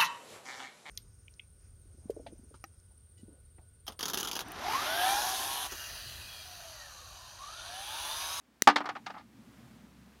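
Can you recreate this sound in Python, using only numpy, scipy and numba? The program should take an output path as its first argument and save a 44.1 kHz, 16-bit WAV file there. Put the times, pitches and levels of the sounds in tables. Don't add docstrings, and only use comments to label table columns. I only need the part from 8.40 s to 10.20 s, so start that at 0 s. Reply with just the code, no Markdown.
import sys
import numpy as np
from scipy import signal
from scipy.fft import rfft, irfft
from scipy.io import wavfile
from scipy.ndimage import uniform_filter1d
from numba import njit

SR = 44100
rng = np.random.default_rng(int(sys.argv[2]) if len(sys.argv) > 2 else 0)


def ratio(d):
    e = np.asarray(d, float) / 20
    return 10 ** e


def waveform_to_disk(signal):
    frames = np.transpose(np.atleast_2d(signal))
    scaled = np.clip(frames, -1, 1) * 32767
    samples = np.round(scaled).astype(np.int16)
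    wavfile.write(sys.argv[1], SR, samples)


N = 79380


def curve(table, hz):
    rows = np.array(table)
    return np.interp(np.log(hz), np.log(rows[:, 0]), rows[:, 1])


def unit(x):
    return x / np.sqrt(np.mean(x ** 2))


def fade(size, t60_s):
    return ratio(-60 * np.arange(size) / SR / t60_s)


def walk(rate_hz):
    hold = int(SR / rate_hz)
    steps = np.repeat(rng.standard_normal(N // hold + 1), hold)
    return 1.4 * uniform_filter1d(uniform_filter1d(steps, hold), hold)[:N]


def colour(x, db_of_hz):
    hz = np.maximum(np.fft.rfftfreq(len(x), 1 / SR), 1)
    return irfft(rfft(x) * ratio(db_of_hz(hz)), len(x))


def thin(x):
    return signal.sosfilt(signal.butter(3, 180, "high", fs=SR, output="sos"), x)


def dull(x, hz):
    return signal.sosfilt(signal.butter(2, hz, fs=SR, output="sos"), x)


@njit
def moving_band(x, hz, width_hz):
    y, band, low = np.empty(len(x)), 0., 0.
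    for i in range(len(x)):
        g, damping = np.tan(np.pi * hz[i] / SR), width_hz / hz[i]
        v = (band + g * (x[i] - low)) / (1 + g * (g + damping))
        band = 2 * v - band
        low = low + 2 * g * v
        y[i] = damping * v
    return y


def noise_band(hz, width_hz):
    once = moving_band(rng.standard_normal(N), hz, width_hz)
    return unit(moving_band(once, hz, width_hz))


def poles(hz, t60_s):
    return np.exp(2j * np.pi * hz / SR - np.log(1000) / (t60_s * SR))


@njit
def ring(start, pole, gain, size):
    y = np.zeros(size)
    for k in range(len(pole)):
        z = gain[k] + 0j
        for i in range(start[k], size):
            z = z * pole[k]
            y[i] += z.imag
    return y


def add(out, x, start_s, peak_db):
    i = int(start_s * SR)
    out[i:i + len(x)] += x[:N - i] * ratio(peak_db) / np.abs(x).max()


TOP_HZ = 15830
# pitch_hz, level_db (per Hz)
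AIR_SPECTRUM = [(18, -53.5), (30, -17.5), (54, -11), (86, -14), (235, -0.5), (323, -8.5), (1450, -13),
                (15200, -30), (16500, -42)]
# time_s, hiss_db, rumble_db, hum_db
BACKGROUND_LEVELS = [(0, -70, -72, -82), (.2, -69.5, -72.5, -80), (0.601, -64.5, -60, -81),
                     (0.848, -65.5, -62, -71.5), (1.0, -61.5, -58.5, -72), (1.2, -60.5, -58, -68.5),
                     (1.4, -61.5, -60, -69), (1.62, -62, -60.5, -66.5), (1.7, -62, -67.5, -69.5),
                     (1.8, -62.5, -72.5, -64)]


def outdoors():
    t = np.arange(N) / SR
    rows = np.array(BACKGROUND_LEVELS).T
    hiss_db, rumble_db, hum_db = (np.interp(t, rows[0], r) for r in rows[1:])
    hiss = unit(colour(rng.standard_normal(N), lambda hz: curve(AIR_SPECTRUM, hz) - 40 * (hz > TOP_HZ)))

    rumble_hz = 275 - 45 * t
    rumble = dull(dull(noise_band(rumble_hz, 125.), 315), 315)
    rumble = rumble * 1.465 * ratio(2.1 * walk(24))
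    growl = noise_band(118 + 0 * t, 45.) * ratio(-6.5 + 2.3 * walk(4.5))

    hum_hz = 65 + .8 * walk(6)
    hum = np.sqrt(2) * np.sin(2 * np.pi * np.cumsum(hum_hz) / SR) * ratio(1.1 * walk(9))

    pulse = 1 + .7 * np.sin(2 * np.pi * 12.9 * t + 3.9)
    whine = np.sin(2 * np.pi * 15750 * t) * pulse * ratio(-89)

    hiss = hiss * ratio(hiss_db + 0.89 * walk(4.934))
    return hiss + (rumble + growl) * ratio(rumble_db) + hum * ratio(hum_db) + whine


# start_s, level_db, chatter_s
SNIP_EVENT = (.2213, -6.5, 0.001)
# pitch_hz, width_hz, level_db
BLADE_MODES = [(382, 140, 4), (1102, 500, -10.5), (1920, 140, 6.5), (3450, 680, -4.5), (4730, 590, -5.5),
               (5460, 360, -4), (5938, 280, 5.5), (8200, 670, -6), (10343, 780, -9), (12820, 500, -17.5),
               (15450, 440, -15)]


def snip(size=4000):
    out = np.zeros(N)
    start_s, level_db, chatter_s = SNIP_EVENT
    hz, width_hz, db = np.r_[BLADE_MODES, BLADE_MODES].T
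    index = np.arange(len(hz))
    again = index >= len(BLADE_MODES)
    t60_s = np.log(1000) / np.pi / width_hz / 1.7
    sign = (-1.) ** (index % len(BLADE_MODES))
    heard = ~(again & (hz < 3000))
    gain = ratio(db - 3 * again) * width_hz / 200 * sign * heard
    start = (again * chatter_s * SR).astype(np.int64)
    blades = ring(start, poles(hz, t60_s), gain, size)

    noise = rng.standard_normal(size=(3, size + 1))
    hiss = np.diff(noise[0]) / 2 * ratio(-9.5) * fade(size, .012)
    tail, echo = np.diff(dull(noise[1:], 5000)) * fade(size, 0.1287)
    close = blades / np.abs(blades).max() + hiss + tail * ratio(-35.5)
    add(out, thin(close), start_s, level_db)
    add(out, echo, start_s + .0115, -43.5)
    return out


def contacts(chance, pick, length_s):
    k = np.arange(len(chance))
    at = (k + chance * (k > 0)) / len(k) * abs(length_s) * SR
    return at.astype(np.int64)[(pick * len(k)).astype(int)]


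# start_s, peak_db, treble_db (per octave), chatter_s, ring_share (of full ring time)
BLOW_EVENTS = [(.2730, 2.5, -1, 0.0019, 0.73), (.2838, -9, -1.3, .004, 0.58), (0.2938, -17.5, 0, 0.0081, 1),
               (0.3594, -12, 0.75, .005, 0.68), (.379, -25, -1, .006, 0.77),
               (0.4057, -24.5, -7, 0.0091, 0.52), (0.441, -32.5, -7, .006, .6),
               (.4565, -27.5, -1, .004, 0.96), (0.468, -31, -8.3, 0.01, 0.67),
               (0.4892, -23.5, -2.2, .005, 0.78), (0.553, -30, -3.9, .015, 0.47),
               (0.6622, -28, 0.5, .006, 0.83), (0.696, -40.5, -4.5, .005, 1),
               (.701, -29.5, -1, 0.0068, 0.53), (0.7245, -71, -1, 0.0044, 0.86),
               (0.7408, -37.5, -3.3, .014, 0.55), (.762, -38, -7, 0.014, 0.83),
               (.780, -44, 0.5, .004, 0.96), (.792, -47, -1.3, 0.0081, 0.54), (0.804, -47, -1, .008, 0.75)]
# pitch_hz, level_db, t60_s
PAN_MODES = [(293.5, -18.5, 0.63), (617, -14, 0.061), (716, -11, .06), (790.6, -3.5, .085), (859, -2, .07),
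             (940.6, -2.5, 0.054), (1001.5, -6.5, .06), (1144, -6.5, .07), (1212, -8.5, 0.15),
             (1255, -7.5, .07), (1415, -12.5, .07), (1762, -7.5, .07), (2080, -12.5, .065),
             (4347, -18.5, 0.1)]
# pitch_hz, level_db
SHEET_LEVEL = [(120, -31), (300, -13.5), (600, -21.5), (720, -7), (1250, -6.5), (2500, -15.5),
               (5200, -22.5), (16000, -64)]
# pitch_hz, t60_s
SHEET_RING = [(150, 0.22), (700, 0.072), (1800, 0.083), (5000, 0.063), (13000, .04)]


def pan(count=520, size=8000):
    out, clear = np.zeros(N), np.array(PAN_MODES).T
    dense_hz = 110 + 15500 * ((np.arange(count) + rng.random(count)) / count) ** 1.8
    dense_t60_s = curve(SHEET_RING, dense_hz) * ratio(.8 * rng.standard_normal(count))
    spacing_hz = np.gradient(dense_hz)
    dense_db = curve(SHEET_LEVEL, dense_hz) + 10 * np.log10(spacing_hz / 30 / dense_t60_s * .1)
    hz = np.r_[clear[0], dense_hz]
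    db = np.r_[clear[1] + 2.5, dense_db]
    t60_s = np.r_[clear[2], dense_t60_s]

    free = (rng.random(len(hz)) < .5) & (np.arange(len(hz)) >= len(PAN_MODES))
    db = db - 9 * free
    light = (hz < 560) | (abs(hz - 1000) < 100)
    octaves = np.log2(np.maximum(hz / 1000, 1))
    end_fade = np.minimum(np.arange(size, 0, -1) / 2000, 1)

    for start_s, peak_db, treble_db, chatter_s, ring_share in BLOW_EVENTS:
        spot, pick = rng.standard_normal((2, len(hz))), rng.random(len(hz))
        light_db = 4 * light * (start_s > .3)
        gain = np.sign(spot[0]) * ratio(db + 3 * spot[1] + treble_db * octaves - light_db)
        start = contacts(rng.random(size=5), pick, chatter_s)
        blow_t60_s = np.clip(t60_s * np.where(free, 1.5, ring_share), .005, .6)
        clang = ring(start, poles(hz, blow_t60_s), gain, size)
        crack = dull(rng.standard_normal(size), 4000) * fade(size, 0.0068)
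        crack = crack * ratio(-26.5 + 1.5 * treble_db)
        add(out, thin(clang / np.abs(clang).max() + crack) * end_fade, start_s, peak_db)

    thump = np.sin(2 * np.pi * 74.6 * np.arange(size) / SR) * fade(size, 0.045)
    add(out, thump, BLOW_EVENTS[0][0], -33.5)
    return signal.sosfilt(signal.butter(8, TOP_HZ, fs=SR, output="sos"), out)


def scene():
    return (snip() + pan() + outdoors())[None]


def low_pass(x):
    return signal.sosfilt(signal.butter(12, 17060, fs=SR, output="sos"), x)


def record(dry):
    limit = 0.46
    mix = np.clip(dry, -limit, limit)
    return low_pass(mix)


dry = scene()
out = record(dry)
waveform_to_disk(out)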